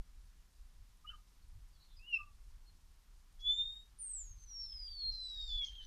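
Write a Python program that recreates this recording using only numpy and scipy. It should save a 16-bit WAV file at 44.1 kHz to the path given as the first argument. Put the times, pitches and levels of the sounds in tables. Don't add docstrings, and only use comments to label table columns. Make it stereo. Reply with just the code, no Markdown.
import sys
import numpy as np
from scipy import signal
from scipy.io import wavfile
from scipy.ndimage import uniform_filter1d

SR = 44100
rng = np.random.default_rng(int(sys.argv[2]) if len(sys.argv) > 2 else 0)


def how_loud(loudness_db):
    steps = np.asarray(loudness_db, float) / 20
    return 10 ** steps


def dump_mix(stems):
    frames = np.atleast_2d(stems).T
    limited = np.clip(frames, -1, 1)
    pcm = np.round(limited * 32767).astype(np.int16)
    wavfile.write(sys.argv[1], SR, pcm)


N = 258426

# (time [s], spread [s], peak level [dB])
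GUSTS = [(0.0, 0.0094, -40), (.2, 0.068, -56.5), (.39, 0.014, -63.5), (.63, 0.036, -56), (.8, 0.033, -60),
         (.9, 0.015, -67), (1.12, 0.049, -58), (1.58, 0.061, -53), (1.97, 0.035, -57), (2.22, 0.025, -61.5),
         (2.5, 0.1, -57), (2.92, 0.045, -68), (3.16, 0.033, -59.5), (3.45, 0.051, -51.5),
         (3.68, 0.069, -59.5), (4.24, 0.072, -56.5), (4.45, 0.021, -65.5), (4.8, 0.054, -57),
         (4.93, .03, -57.5), (5.11, 0.033, -47), (5.24, 0.028, -62), (5.45, 0.053, -49.5),
         (5.56, 0.031, -43), (5.71, 0.027, -50.5), (5.86, 0.055, -53)]
# (time [s], level [dB])
BREEZE = [(0, -64.5), (3.9, -63), (4.6, -57), (5.86, -64.5)]
# (frequency [Hz], level [dB])
TOWN_HUM = [(76, -40.5), (130, -0.5), (280, -10.5), (578, -18), (1000, -12), (2290, -17), (5110, -15.5),
            (14200, -23.5)]
# (frequency [Hz], level [dB])
HISS = [(59, -39), (100, -11.5), (674, -19), (2200, -21.5), (2540, -7.5), (4830, -24.5), (5360, -5),
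        (14200, -6.5)]
# (time [s], peak level [dB])
TICKS = [(0.0528, -69), (0.2538, -66), (0.5292, -70), (0.9707, -68), (1.278, -71), (1.3803, -66.5),
         (1.4825, -70), (1.6876, -70), (1.9949, -69), (2.097, -63), (2.7109, -69), (2.8135, -69),
         (2.917, -67), (3.3256, -68)]

# (time [s], pitch [Hz], level [dB])
LOWER_VOICE = [
    [(1.04, 1180, -78), (1.05, 1240, -59), (1.06, 1233, -56.5), (1.068, 1223, -65)],
    [(1.097, 1365, -57), (1.111, 1453, -70), (1.139, 1220, -58.5), (1.158, 1234, -65)],
    [(2.17, 1240, -93), (2.184, 1211, -70), (2.208, 1202, -52), (2.23, 1177, -67.5), (2.33, 1160, -76.5)],
]
# (time [s], pitch [Hz], level [dB])
UPPER_VOICE = [(1.052, 2830, -82), (1.064, 2850, -72), (1.079, 2950, -51), (1.086, 2920, -58),
               (1.093, 3050, -46), (1.102, 3060, -50), (1.114, 3060, -82)]
# (time [s], pitch [Hz], level [dB])
ARCH = [(1.99, 2490, -70.5), (2.062, 2830, -60.5), (2.088, 2945, -52.5), (2.122, 2796, -48.5),
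        (2.132, 2771, -34), (2.149, 2714, -32), (2.156, 2668, -39.5), (2.172, 2590, -36.5),
        (2.18, 2530, -51)]
# (time [s], pitch [Hz], level [dB])
RISE = [(3.39, 3337, -73), (3.466, 3437, -35.5), (3.508, 3504, -29.5), (3.562, 3580, -46.5),
        (3.59, 3621, -35), (3.614, 3595, -34.5), (3.63, 3643, -42), (3.818, 3744, -58), (3.833, 3820, -94)]
# (time [s], pitch [Hz], level [dB])
DIVE = [(3.985, 9300, -59.5), (4.011, 9170, -48), (4.093, 8330, -48.5), (4.127, 8210, -44.5),
        (4.218, 7092, -51), (4.25, 6700, -61.5), (4.322, 6470, -62), (4.36, 6310, -75.5), (4.44, 6250, -62)]
GLIDE = [(4.456, 6140, -71.5), (4.518, 5720, -53), (4.559, 5530, -50), (4.632, 5450, -44),
         (4.682, 5336, -55.5), (4.719, 5225, -49.5), (4.957, 4517, -51.5), (5.052, 4213, -40.5),
         (5.1, 4231, -38)]
SINK = [(5.113, 4170, -48.5), (5.267, 3982, -46.5), (5.366, 3785, -50), (5.416, 3722, -43.5),
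        (5.469, 3690, -54.5), (5.509, 3482, -42.5), (5.595, 3430, -40.5), (5.645, 3253, -40.5),
        (5.66, 3230, -68)]
FADE = [(5.661, 3238, -59), (5.687, 3170, -53), (5.713, 3156, -60), (5.771, 3234, -57.5),
        (5.805, 3050, -55), (5.859, 3050, -69)]
# (time [s], spread [s], peak level [dB])
OCTAVE = [(2.163, 0.025, -63.5), (3.45, .05, -79.5), (3.556, 0.041, -62.5), (3.74, 0.075, -75.5),
          (4.88, 0.17, -84.5), (5.26, 0.039, -69.5), (5.48, 0.075, -69.5), (5.668, 0.013, -62),
          (5.78, 0.077, -80)]
TWELFTH = [(2.146, 0.012, -86)]
HALF_ORDER = [(2.156, 0.023, -71.5)]

# (time [s], length [s], low edge [Hz], high edge [Hz], level [dB])
PUFFS = [
    (3.385, .05, 4000, 6200, -70),
    (1.27, .03, 3500, 6000, -78),
    (1.058, .012, 1700, 2500, -76),
    (1.835, .03, 1500, 6000, -78),
    (2.66, .2, 1000, 2200, -86),
    (5.69, .17, 1500, 3000, -76),
]
# (delay [s], level [dB])
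ECHOES = [(.021, -21.5), (.047, -18.5), (.063, -22), (.13, -42)]
# (time [s], length [s], start pitch [Hz], end pitch [Hz], level [dB])
CHIRPS = [(1.10, .03, 2760, 2740, -69.5), (1.42, .02, 4350, 4300, -80), (1.72, .07, 4950, 4050, -79),
          (1.74, .04, 3500, 3300, -82), (1.90, .055, 4050, 4020, -79), (1.96, .045, 5000, 4950, -68),
          (2.655, .06, 4350, 4200, -72.5), (5.34, .07, 1750, 1720, -82), (5.612, .025, 5700, 5550, -71),
          (5.843, .03, 6050, 6000, -69), (1.78, .09, 4050, 3900, -83)]
CROAKS = [
    (1.095, .07, 1650, 1600, -76),
    (1.79, .11, 4400, 4300, -78),
    (1.88, .09, 3600, 3480, -78),
    (1.97, .035, 4700, 4500, -75),
    (4.7, .19, 2220, 2150, -85),
    (5.79, .07, 1750, 1700, -78),
]

# (time [s], beat rate [click pairs per s], ring pitch [Hz], level [dB])
MUTTER = [
    [(4.35, 55, 4300, -91), (4.52, 62, 4230, -79.5), (4.67, 53, 4150, -75)],
    [(4.68, 64, 3516, -69), (4.78, 60, 3230, -89), (4.88, 60, 3400, -75.5), (5.02, 53, 3550, -71.5),
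     (5.1, 68, 3320, -82)],
]
# (time [s], beat rate [click pairs per s], ring pitch [Hz], level [dB])
RATTLE = [(5.105, 63, 5200, -66), (5.32, 64, 5150, -63), (5.4, 77, 4950, -62), (5.49, 78, 4750, -61.5),
          (5.52, 90, 4700, -61), (5.58, 90, 4600, -62), (5.605, 90, 4550, -70)]
CHURR = [(5.68, 95, 4250, -68), (5.72, 95, 4100, -65), (5.8, 92, 3900, -69), (5.859, 90, 4150, -66)]
THROAT_HZ = 3300, 5900
# (time [s], pitch [Hz], level [dB], beak opening [0-1])
SQUAWK = [(5.605, 829, -66, .2), (5.621, 737, -63.5, 0), (5.648, 739, -55.5, 0.83), (5.671, 707, -57, 0.79),
          (5.699, 734, -65.5, 1), (5.734, 690, -80, 0.7)]


def rms_one(x):
    return x / np.sqrt(np.mean(x ** 2) + 1e-20)


def in_time(rows):
    s, *columns = np.transpose(rows)
    return [np.interp(np.arange(N) / SR, s, column) for column in columns]


def gate(start, end, fade):
    t = np.arange(N) / SR
    to_nearest_edge = np.minimum(t - start, end - t)
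    return np.sin(np.pi / 2 * np.clip(to_nearest_edge / fade, 0, 1)) ** 2


def drift(rate_hz):
    r = np.exp(-16 * np.pi * rate_hz / SR)
    noise = rng.standard_normal(N // 8 + 4002)
    slow = signal.lfilter([1], [1, -2 * r, r * r], noise)[4000:]
    return np.interp(np.arange(N) / 8, np.arange(len(slow)), rms_one(slow))


def swells(rows):
    t = np.arange(N) / SR
    return sum(how_loud(db) * np.exp(-.5 * ((t - s) / spread) ** 2) for s, spread, db in rows)


def band(x, low_hz, high_hz, order=2):
    edges = [low_hz, min(high_hz, .45 * SR)]
    return signal.sosfilt(signal.butter(order, edges, "band", fs=SR, output="sos"), x)


def coloured(spectrum, patchy_db):
    out = 0
    edges = 113 * 2 ** np.arange(0, 7.2, 1 / 3)
    white = rng.standard_normal((2, N))
    hz, level_db = np.transpose(spectrum)
    flickers = [how_loud(patchy_db * drift(14)) for group in range(5)]
    for k, (low, high) in enumerate(zip(edges, edges[1:])):
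        centre_db = np.interp(np.log(low * high) / 2, np.log(hz), level_db)
        out = out + how_loud(centre_db) * flickers[k // 5] * band(white[k % 2], low, high)
    return rms_one(out)


def air_lumps(low_hz, high_hz, level):
    lumps = band(rng.standard_normal(N + SR), low_hz, high_hz)[SR:]
    power = uniform_filter1d(lumps ** 2, size=SR // 12)
    even = lumps / np.sqrt(power + 0.11 * np.mean(lumps ** 2))
    smooth = signal.butter(2, 1.62 * high_hz, fs=SR, output="sos")
    return signal.sosfiltfilt(smooth, level * rms_one(even))


def wind():
    rumble = how_loud(in_time(BREEZE)[0]) + swells(GUSTS)
    follows = .7
    flutter = how_loud(-73 + 6 * drift(5)) * (1000 * rumble) ** follows
    return air_lumps(19.8, 43.8, rumble * how_loud(1.0)) + air_lumps(47.1, 97.3, flutter * how_loud(-4))


def town_hum():
    return how_loud(-74.5) * coloured(TOWN_HUM, patchy_db=0.7)


def recorder_hiss():
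    return how_loud(-82.5) * coloured(HISS, patchy_db=-1.2) * [[1], [-1]]


def ticks():
    clicks = np.zeros(N)
    for s, db in TICKS:
        clicks[int(s * SR):][:130] += how_loud(db + 7) * rng.standard_normal(130) * np.hanning(130)
    return band(clicks, 8600, 10200)


def whistle(note, waver, fading, overtones=()):
    out = np.zeros(N)
    start, end = note[0][0], note[-1][0]
    span = slice(int(start * SR), int(end * SR))
    hz, db = np.array(in_time(note))[:, span]
    phase = 2 * np.pi * np.cumsum(hz * (1 + waver * drift(87)[span])) / SR
    out[span] = how_loud(db) * np.sin(phase)
    for multiple, gain in overtones:
        out[span] += gain[span] * np.sin(multiple * phase)
    paths = np.abs(1 - fading * drift(56) ** 2)
    make_up = how_loud(11 * fading)
    return np.sqrt(2) * out * paths * make_up * gate(start, end, .005)


def starling_whistles():
    overtones = [(2, swells(OCTAVE)), (3, swells(TWELFTH)), (3 / 2, swells(HALF_ORDER))]
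    chirps = sum(whistle(note, .006, .12) for note in LOWER_VOICE)
    chirps += whistle(UPPER_VOICE, .003, .08) + whistle(ARCH, .008, .08, overtones)
    rise = whistle(RISE, .001, .05, overtones)
    fall = whistle(DIVE + GLIDE[:1], .0015, .25)
    fall += whistle(GLIDE + SINK, .0015, .12, overtones)
    fall += whistle(FADE, .006, .3, overtones)
    return chirps + rise + fall


def puffs():
    out = np.zeros(N)
    for s, length, low_hz, high_hz, db in PUFFS:
        air = band(rng.standard_normal(4000), low_hz, high_hz, order=3)[1000:1000 + int(length * SR)]
        out[int(s * SR):][:len(air)] += how_loud(db) * rms_one(air) * np.hanning(len(air))
    return out


def garden(x):
    t = np.arange(SR // 2) / SR
    fade_60_db_s = 0.2
    scatter = rng.standard_normal(len(t)) * how_loud(-60 * t / fade_60_db_s) * (t > .008)
    response = how_loud(-15) * scatter / np.sqrt(np.sum(scatter ** 2))
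    response[0] = 1
    for late, db in ECHOES:
        response[int(late * SR)] += how_loud(db)
    return signal.fftconvolve(x, response)[:N]


def far_birds():
    out = np.zeros(N)
    shake = drift(400)
    for calls, shake_hz in ((CHIRPS, 60), (CROAKS, 140)):
        for s, length, start_hz, end_hz, db in calls:
            at = np.arange(int(s * SR), min(int((s + length) * SR), N))
            hz = np.linspace(start_hz, end_hz, len(at)) + shake_hz * shake[at]
            tone = np.sin(2 * np.pi * np.cumsum(hz) / SR)
            out[at] += 2 * how_loud(db) * np.sqrt(np.hanning(len(at))) * tone
    return out * how_loud(2.3 * drift(40))


def rattle(rows, ring_s, sweep, breath, uneven_db):
    per_s, hz, db = in_time(rows)
    cycles = 2 * np.cumsum(per_s * (1 + .02 * drift(20))) / SR
    since = cycles % 1 / (2 * per_s)
    strength = np.where(cycles % 2 < 1, 1, .4)
    flick_hz = hz * (1 + sweep * (np.exp(-since / ring_s) - .4) + .025 * drift(60))
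    shape = strength * since / ring_s * np.exp(1 - since / ring_s)
    clicks = shape * np.sin(2 * np.pi * np.cumsum(flick_hz) / SR)
    hoarse = np.sin(2 * np.pi * np.cumsum(hz * (1 + 0.09 * drift(900))) / SR)
    level = how_loud(db + uneven_db * drift(25))
    return level * (4 * clicks + breath * hoarse) * gate(rows[0][0], rows[-1][0], .01)


def starling_second_voice():
    mutter = sum(rattle(rows, .0012, sweep=.1, breath=.5, uneven_db=4) for rows in MUTTER)
    dry_rattle = rattle(RATTLE, .0006, sweep=.22, breath=.8, uneven_db=2.5)
    churr = rattle(CHURR, .0003, sweep=.5, breath=.5, uneven_db=3)
    return mutter + how_loud(0.5) * band(dry_rattle, *THROAT_HZ, order=4) + how_loud(-0.5) * churr


def squawk():
    hz, db, beak = in_time(SQUAWK)
    cycles = np.cumsum(hz * (1 + 0.018 * drift(200))) / SR
    pulses = np.diff(np.floor(cycles), prepend=0) * how_loud(4.3 * rng.standard_normal(N))
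    low = rms_one(band(pulses, 1930, 2820, order=4))
    high = rms_one(band(pulses, 3700, 6600, order=6))
    return how_loud(db) * ((1 - beak) * low + beak * high) * gate(SQUAWK[0][0], SQUAWK[-1][0], 0.013)


def scene():
    birds = starling_whistles() + puffs() + far_birds() + starling_second_voice() + squawk()
    middle = wind() + town_hum() + ticks() + garden(birds)
    return middle + recorder_hiss()


def top_cut(x):
    return signal.sosfilt(signal.butter(12, 14350, fs=SR, output="sos"), x)


def record(dry):
    return top_cut(dry)


dry = scene()
out = record(dry)
dump_mix(out)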